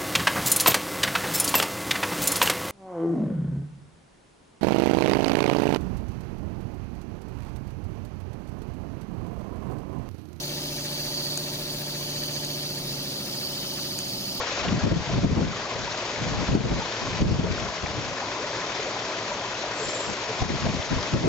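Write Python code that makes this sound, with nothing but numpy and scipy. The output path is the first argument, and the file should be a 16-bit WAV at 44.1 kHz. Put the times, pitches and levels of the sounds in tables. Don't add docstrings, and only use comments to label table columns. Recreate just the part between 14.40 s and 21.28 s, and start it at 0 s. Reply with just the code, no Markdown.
import sys
import numpy as np
from scipy import signal
from scipy.fft import rfft, irfft
from scipy.io import wavfile
from scipy.ndimage import uniform_filter1d

SR = 44100
rng = np.random.default_rng(int(sys.argv[2]) if len(sys.argv) > 2 else 0)


def persist_wave(psi):
    counts = np.round(np.clip(psi, -1, 1) * 32767).astype(np.int16)
    wavfile.write(sys.argv[1], SR, np.atleast_2d(counts).T)


N = 303408
T = np.arange(N) / SR
BINS = np.fft.rfftfreq(N, 1 / SR)

# f/Hz, level/dB
RUSH_SPECTRUM = [(20, -38), (45, -8.5), (90, -9.5), (125, -7), (230, -4), (400, 1), (650, -1), (790, -4),
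                 (1100, -7), (1400, -6.5), (2300, -8.5), (3200, -11), (5500, -12.5), (6900, -16),
                 (7500, -28.5), (8000, -63.5)]
# f/Hz, width/Hz, change/dB
RUSH_HUMPS = [(115, 18, 11), (423, 45, -1), (475, 24, -2.5), (603, 100, 3), (870, 55, -1), (1016, 188, 5.5),
              (2577, 170, 4.5), (2670, 350, -4)]
# f/Hz, likeness/0-1
RUSH_LIKENESS = [(40, 0.94), (130, 0.99), (300, 1), (650, 0.98), (1050, 1), (1400, 0.59), (1900, 0.56),
                 (2700, 0.22), (3400, .15), (4500, 0.34), (6500, 0.67), (8000, 0.63)]
# f/Hz, difference/dB
RUSH_LEFT_BOOST = [(60, 1), (230, 0), (400, 1.5), (560, 0.5), (870, 3), (1360, 5.5), (2200, 5.5),
                   (3300, 2.5), (5200, 4), (7800, -3)]
# f/Hz, phase/rad
RUSH_LEFT_LEAD = [(100, .03), (600, 0.083), (1000, 0.43), (2000, 0.9), (2800, 1.3), (4200, 0.58),
                  (6500, 0.83), (8000, .2)]
# t/s, half length/s, change/dB
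BREEZE_SWELLS = [(0.135, 0.19, 2.5), (0.999, 0.48, -1.5), (1.55, 0.15, 0.9), (2.6, 0.1, 1),
                 (3.417, 0.72, -1.4), (4.216, 0.15, 1.5), (4.798, 0.98, 0.06), (6.537, 0.044, 0.8)]
# f/Hz, level/dB
RUMBLE_SPECTRUM = [(15, -42.5), (30, -15.5), (55, -2.5), (110, 2.5), (180, 0.5), (250, -4.5), (350, -11),
                   (480, -18), (700, -26.5), (1100, -41.5), (2500, -54.5), (6000, -73)]
# f/Hz, level/dB
SHARP_SPECTRUM = [(30, -20), (130, 0), (290, -0.5), (480, -6.5), (700, -11), (1100, -25.5), (2500, -54.5),
                  (6000, -72)]
# start/s, length/s, level/dB
WIND_GUSTS = [(0.281, 0.08, -28.5), (0.444, 0.16, -29.5), (0.726, 0.11, -26), (0.849, 0.21, -25),
              (1.028, 0.06, -27.5), (1.364, 0.13, -41), (1.825, 0.19, -30.5), (2.12, 0.09, -26.5),
              (2.252, 0.11, -28), (2.668, .1, -34.5), (2.83, 0.075, -20), (2.945, 0.17, -26.5),
              (3.142, 0.12, -35), (3.43, 0.28, -40.5), (6.036, 0.12, -31.5), (6.23, 0.07, -31.5),
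              (6.335, 0.035, -33.5), (6.536, 0.054, -31.5), (6.755, .2, -29)]
# t/s, level/dB, half length/s, sharpness/0-1
EDDIES = [(.277, -27.5, 0.014, 0.06), (0.343, -19, 0.017, 0.1), (0.377, -18.5, .008, 0.07),
          (0.447, -13, 0.008, .1), (0.473, -15, .011, 0.4), (0.524, -15.5, 0.013, .4),
          (.567, -16, 0.0097, 0.08), (0.743, -18.5, 0.0066, .15), (0.785, -18.5, .009, 0),
          (0.848, -13, 0.01, 0.35), (0.868, -17, .006, 0.4), (.921, -14.5, 0.011, .15),
          (0.975, -16.5, .006, 0.8), (1.009, -16, 0.025, 1), (1.857, -35, .01, 0.2),
          (1.922, -24.5, 0.012, 0.2), (1.983, -23, 0.0068, .3), (2.028, -25.5, 0.0085, .3),
          (2.094, -19, 0.0058, 0), (2.136, -19, 0.012, 0.7), (2.167, -14.5, 0.012, 0.6),
          (2.21, -21.5, .008, .5), (2.26, -18.5, 0.016, 0.4), (2.322, -18.5, .011, 0.5),
          (2.389, -24.5, 0.011, .1), (2.63, -27.5, 0.0071, .5), (2.809, -22, 0.0061, 0),
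          (2.825, -14, 0.0064, .05), (2.901, -23, .01, 0.1), (2.922, -13.5, 0.0071, 0),
          (2.948, -17, 0.0076, 0.07), (2.962, -22.5, 0.0081, .1), (2.996, -18, 0.0087, .15),
          (3.043, -16.5, 0.008, 0.5), (3.113, -26, 0.0071, 0), (3.194, -32.5, .006, 0.4),
          (3.444, -25, .008, 0.3), (3.585, -25.5, 0.0091, 0), (5.478, -31.5, 0.013, .5),
          (5.702, -31, 0.02, 0.6), (6.024, -19, 0.01, 0), (6.1, -24, 0.0081, 1), (6.143, -23, .007, .3),
          (6.261, -20, .017, 0.1), (6.298, -22.5, .008, 0.1), (6.346, -25.5, .008, .1),
          (6.397, -27, .008, 0.1), (6.516, -19, 0.0065, 0.2), (6.534, -19.5, .006, 0.6),
          (6.567, -20.5, .008, .2), (6.755, -16, 0.014, .3), (6.776, -22.5, .009, .3),
          (6.874, -16.5, 0.031, 1)]
# t/s, level/dB, f/Hz
WIND_THUMPS = [(.327, -6.5, 200), (.8465, -3, 180), (2.1525, -3, 260), (2.319, -10, 230), (6.738, -11, 130)]
# t/s, level/dB, half length/s, f/Hz
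SPRAY_BURSTS = [(0.09, -34, .003, 5000), (.128, -34, .003, 5000), (.192, -31, .004, 5800),
                (0.247, -32, .009, 2500), (.286, -26.5, 0.0034, 2530), (1.523, -29.5, 0.0054, 4500),
                (1.642, -32, 0.0026, 3050), (1.838, -32, .004, 2320), (3.124, -31.5, 0.0021, 4900),
                (3.198, -29.5, 0.0022, 2410), (4.174, -32, 0.0027, 5000), (5.486, -31, .003, 4650),
                (6.007, -34, .003, 2570), (6.42, -36, .004, 2500), (6.427, -28, .002, 2800),
                (6.462, -31.5, 0.0066, 6000), (6.61, -32, 0.0027, 4700), (6.6296, -23, 0.0013, 4200)]
# t/s, level/dB, f/Hz
AIR_POCKETS = [(.183, -17, 558), (.247, -16.5, 683), (1.161, -19.5, 1160), (1.252, -20, 1134),
               (1.474, -19, 940), (2.08, -22, 1290), (2.418, -15.5, 880), (2.67, -18.5, 1090),
               (3.817, -19.5, 800), (3.991, -18.5, 426), (4.038, -17.5, 590), (4.39, -18.5, 431),
               (4.476, -20, 610), (4.563, -21, 830), (4.912, -19, 934), (4.916, -19, 620),
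               (5.42, -20.5, 432), (5.532, -20, 614), (5.6, -23, 573), (5.892, -17, 431),
               (6.018, -17.5, 705), (6.261, -14, 666), (6.583, -16.5, 1000)]
# t/s, half length/s, level/dB, f/Hz
STIRRINGS = [(.01, 0.037, -26, 850), (0.25, 0.066, -33, 1100), (.642, 0.047, -36, 850),
             (1.164, 0.077, -36, 1100), (2.004, .08, -34, 750), (2.4, 0.042, -35, 800),
             (3.07, 0.028, -26, 650), (3.83, 0.035, -32, 750), (4.205, 0.052, -32, 1290),
             (4.648, 0.14, -43, 1200), (4.983, .08, -35.5, 1200), (5.303, .06, -33, 900),
             (5.6, 0.094, -39, 850), (6.014, .035, -32, 900), (6.265, .05, -36, 850),
             (6.52, 0.074, -43, 1100)]


def gain_of(db):
    return 10 ** (np.asarray(db) / 20)


def evened(x):
    return x / np.sqrt(np.mean(x ** 2) + 1e-20)


def read(points, hz):
    f, value = np.transpose(points)
    return np.interp(np.log(hz + 1), np.log(f + 1), value)


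def coloured(x, points):
    return irfft(rfft(x) * gain_of(read(points, BINS)), N)


def smoothed(x, seconds):
    offset = np.arange(-4000, 4001) / SR
    window = np.exp(-.5 * (offset / seconds) ** 2)
    return signal.fftconvolve(x, window / window.sum(), "same")


def wander(rate_hz):
    return evened(irfft(rfft(rng.standard_normal(N)) * np.exp(-(BINS / rate_hz) ** 2), N))


def bell(s, half):
    return np.exp(-np.minimum(((T - s) / half) ** 2, 60))


def add(mix, s, sound):
    part = mix[max(round(s * SR), 0):][:len(sound)]
    part += sound[:len(part)]


def breeze(steady_db=2.5):
    return steady_db + sum(db * bell(s, half) for s, half, db in BREEZE_SWELLS)


def rush(level_db=-29.5, patch_db=0.92, flicker_db=1.36, leaves_from_hz=700):
    frames, hz = N // 256 + 5, np.fft.rfftfreq(1024, 1 / SR)
    t = np.arange(frames) * 256 / SR
    a, b, c, d, patches = rng.standard_normal((5, frames, len(hz)))
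    common, separate = a + 1j * b, c + 1j * d
    patches = uniform_filter1d(patches, size=7, axis=0)
    patches = evened(uniform_filter1d(patches, size=14, axis=1))
    likeness = np.clip(read(RUSH_LIKENESS, hz), 0, 1)
    lag = np.exp(-1j * read(RUSH_LEFT_LEAD, hz))
    left = common * gain_of(read(RUSH_LEFT_BOOST, hz))
    right = (likeness * common + np.sqrt(1 - likeness ** 2) * separate) * lag
    ports = np.array([left, right]) / np.sqrt(np.mean(abs(left + right) ** 2, axis=0))
    leaves = hz ** 2 / (hz ** 2 + leaves_from_hz ** 2)
    breeze_db = np.interp(t, T, breeze() + flicker_db * wander(rate_hz=200))
    ports = ports * gain_of(patch_db * patches + breeze_db[:, None] * leaves)
    noise = signal.istft(ports.swapaxes(1, 2), nperseg=1024, noverlap=768)[1][:, :N]
    humps_db = sum(db / (1 + (2 * (BINS - f) / width) ** 2) for f, width, db in RUSH_HUMPS)
    noise = irfft(rfft(noise) * gain_of(read(RUSH_SPECTRUM, BINS) + humps_db), N)
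    return gain_of(level_db) * noise / noise.mean(0).std()


def bubble(hz, ring_s, rise=0.0095):
    t = np.arange(0, 7 * ring_s, 1 / SR)
    age = t / ring_s
    return 2 * age * np.exp(-age) * np.sin(2 * np.pi * hz * t * (1 + rise * (age / 2 - 1)))


def ripples(level_db=-42, per_s=400, spread_db=8.5, cycles=1.97, right_db=-4, count=28):
    out = np.zeros((2, N))
    for hz in np.geomspace(500, 6500, count):
        strength = gain_of(spread_db * np.minimum(rng.exponential(1, N), 4))
        starts = rng.random(N) < per_s / count / SR
        drops = signal.oaconvolve(strength * starts, bubble(hz, cycles / hz))[:N]
        delay = rng.integers(-2, 6)
        out += [drops, gain_of(right_db) * np.roll(drops, delay)]
    return gain_of(level_db) * evened(coloured(out, [(6800, -3), (8000, -28)]))


def bird(start_s=5.35, length_s=0.325, hz=8720, sag_hz=150, waver_hz=48, level_db=-34.5, fade_db=-10):
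    from_middle = np.clip(2 * (T - start_s) / length_s - 1, -2, 2)
    droop = from_middle ** 4
    pitch = hz - sag_hz * np.minimum(droop, 1) + waver_hz * wander(rate_hz=94)
    whistle = gain_of(level_db + fade_db * droop) * np.sin(2 * np.pi * np.cumsum(pitch) / SR)
    delays_s = 0.02 * rng.exponential(1, (2, 40))
    ports = np.array([sum(np.roll(whistle, round(s * SR)) for s in paths) for paths in delays_s])
    return ports * whistle.std() / ports.std(axis=1, keepdims=True)


def turbulence(spectrum):
    noise = evened(coloured(rng.standard_normal(N), spectrum))
    return noise / np.sqrt(smoothed(noise ** 2, seconds=0.007) + .03)


def swirl(spectrum, shared, crossing_s=0.00055):
    common, left, right = (turbulence(spectrum) for _ in range(3))
    both = np.array([common, np.interp(T - crossing_s, T, common)])
    return np.sqrt(shared) * both + np.sqrt(1 - shared) * np.array([left, right])


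def gusts(rise_s=0.035, fall_s=0.037, stir_db=-11.5, stir_s=0.12):
    power = np.zeros(N)
    for start, length, db in WIND_GUSTS:
        early, late = np.maximum(start - T, 0), np.maximum(T - start - length, 0)
        blast = np.exp(-early / rise_s - late / fall_s)
        stir = gain_of(stir_db) * np.exp(-(early + late) / stir_s)
        power = np.maximum(power, gain_of(db) ** 2 * (blast ** 2 + stir ** 2))
    return np.sqrt(power)


def wind(steady_db=1.5, lumpy_db=4, flutter_db=3.5, limit_db=4, left_db=2.2, right_db=1):
    unrest_db = np.array([lumpy_db * wander(rate_hz=30) + flutter_db * wander(rate_hz=74)
                          for _ in range(2)])
    unrest_db = limit_db * np.tanh(unrest_db / limit_db)
    low_power = (gusts() * gain_of(steady_db + unrest_db)) ** 2
    high_power = np.zeros(N)
    for s, db, half, sharpness in EDDIES:
        power = gain_of(db) ** 2 * bell(s, half)
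        low_power += power * (1 - sharpness)
        high_power += power * sharpness
    rumble = np.sqrt(low_power) * swirl(RUMBLE_SPECTRUM, shared=0.2)
    buffets = np.sqrt(high_power) * swirl(SHARP_SPECTRUM, shared=0.77)
    left, right = rumble + buffets
    sheltered = coloured(right, [(30, 7), (100, -2), (300, -3), (900, -2)])
    return np.array([gain_of(left_db) * left, gain_of(right_db) * sheltered])


def thumps(half_cycles=0.56, left_db=1, right_db=-4, crossing_s=0.0005):
    t = np.arange(-1024, 1024) / SR
    out = np.zeros(N)
    for (s, db, hz), turn in zip(WIND_THUMPS, rng.random(len(WIND_THUMPS))):
        swing = np.exp(-(t * hz / half_cycles) ** 2) * np.sin(2 * np.pi * (hz * t + turn))
        add(out, s + t[0], gain_of(db) * swing)
    delayed = np.interp(T - crossing_s, T, out)
    return np.array([gain_of(left_db) * out, gain_of(right_db) * delayed])


def spatter(half, hz, octaves=0.39):
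    t = np.arange(-2048, 2048) / SR
    bins = np.fft.rfftfreq(len(t), 1 / SR)
    colour = np.exp(-.5 * (np.log2((bins + 1) / hz) / octaves) ** 2)
    shape = 1 / (1 + (t / half) ** 2)
    burst = irfft(rfft(shape * rng.standard_normal(len(t))) * colour)
    return evened(burst) * np.sqrt(np.mean(shape ** 2))


def spray(gain_db=0.5, right_db=-4, stray_db=-35, stray_half_s=0.0019, low_hz=2000, high_hz=5500):
    strays = [(when * N / SR, stray_db, stray_half_s, low_hz * (high_hz / low_hz) ** height)
              for when, height in rng.random((18, 2))]
    out = np.zeros(N)
    for s, db, half, hz in SPRAY_BURSTS + strays:
        burst = spatter(half, hz)
        add(out, s - len(burst) / 2 / SR, gain_of(db) * burst)
    out = coloured(out, [(6300, 0), (7200, -14.5), (8000, -42)])
    return gain_of(gain_db) * np.array([out, gain_of(right_db) * np.roll(out, 1)])


def plops(gain_db=-4, right_db=-2, cycles=3.4, faint_db=-30, low_hz=410, high_hz=1100, count=16):
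    faint = [(when * N / SR, faint_db, low_hz * (high_hz / low_hz) ** height)
             for when, height in rng.random((count, 2))]
    out = np.zeros(N)
    for s, db, hz in AIR_POCKETS + faint:
        add(out, s, gain_of(db) * bubble(hz, cycles / hz))
    return gain_of(gain_db) * np.array([out, gain_of(right_db) * out])


def sloshes(per_s=900, cycles=3.2, octaves=0.64, right_db=-3, count=14):
    out = np.zeros(N)
    pitches = np.geomspace(420, 2400, count)
    shares = np.array([np.exp(-(np.log2(pitches / hz) / octaves) ** 2 / 2) for *_, hz in STIRRINGS])
    stir_power = np.array([(gain_of(db) * bell(s, half)) ** 2 for s, half, db, _ in STIRRINGS])
    for hz, share in zip(pitches, shares.T / shares.sum(axis=1)):
        kicks = rng.standard_normal(N) * (rng.random(N) < per_s / count / SR)
        crowd = evened(signal.oaconvolve(kicks, bubble(hz, cycles / hz))[:N])
        out += np.sqrt(share @ stir_power) * crowd
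    return out * gain_of([[0], [right_db]])


def scene():
    return rush() + wind() + thumps() + sloshes() + plops() + ripples() + spray() + bird()


def gain_control(x, threshold_db=-20, slope=0.57, recovery_db_per_s=27, lag_s=0.008):
    power = smoothed((x ** 2).mean(0), seconds=0.0024)
    power_db = 10 * np.log10(abs(power) + 1e-12)
    excess_db = slope * np.maximum(power_db - threshold_db, 0)
    recovered_db = recovery_db_per_s * T
    duck_db = np.maximum.accumulate(excess_db + recovered_db) - recovered_db
    return x * gain_of(-np.interp(T - lag_s, T, duck_db))


def record(dry):
    sampling_hz, cutoff_hz = 16000, 8830
    ducked = gain_control(dry)
    mirrored = ducked * (1 + 2 * np.cos(2 * np.pi * sampling_hz * T))
    shaped = coloured(mirrored, [(7200, -2.5), (7900, 11.5), (8700, -28)])
    treble_cut = signal.firwin(1023, cutoff_hz, window=("kaiser", 9), fs=SR)
    return signal.oaconvolve(shaped, treble_cut[None], "same")


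dry = scene()
out = record(dry)
persist_wave(out)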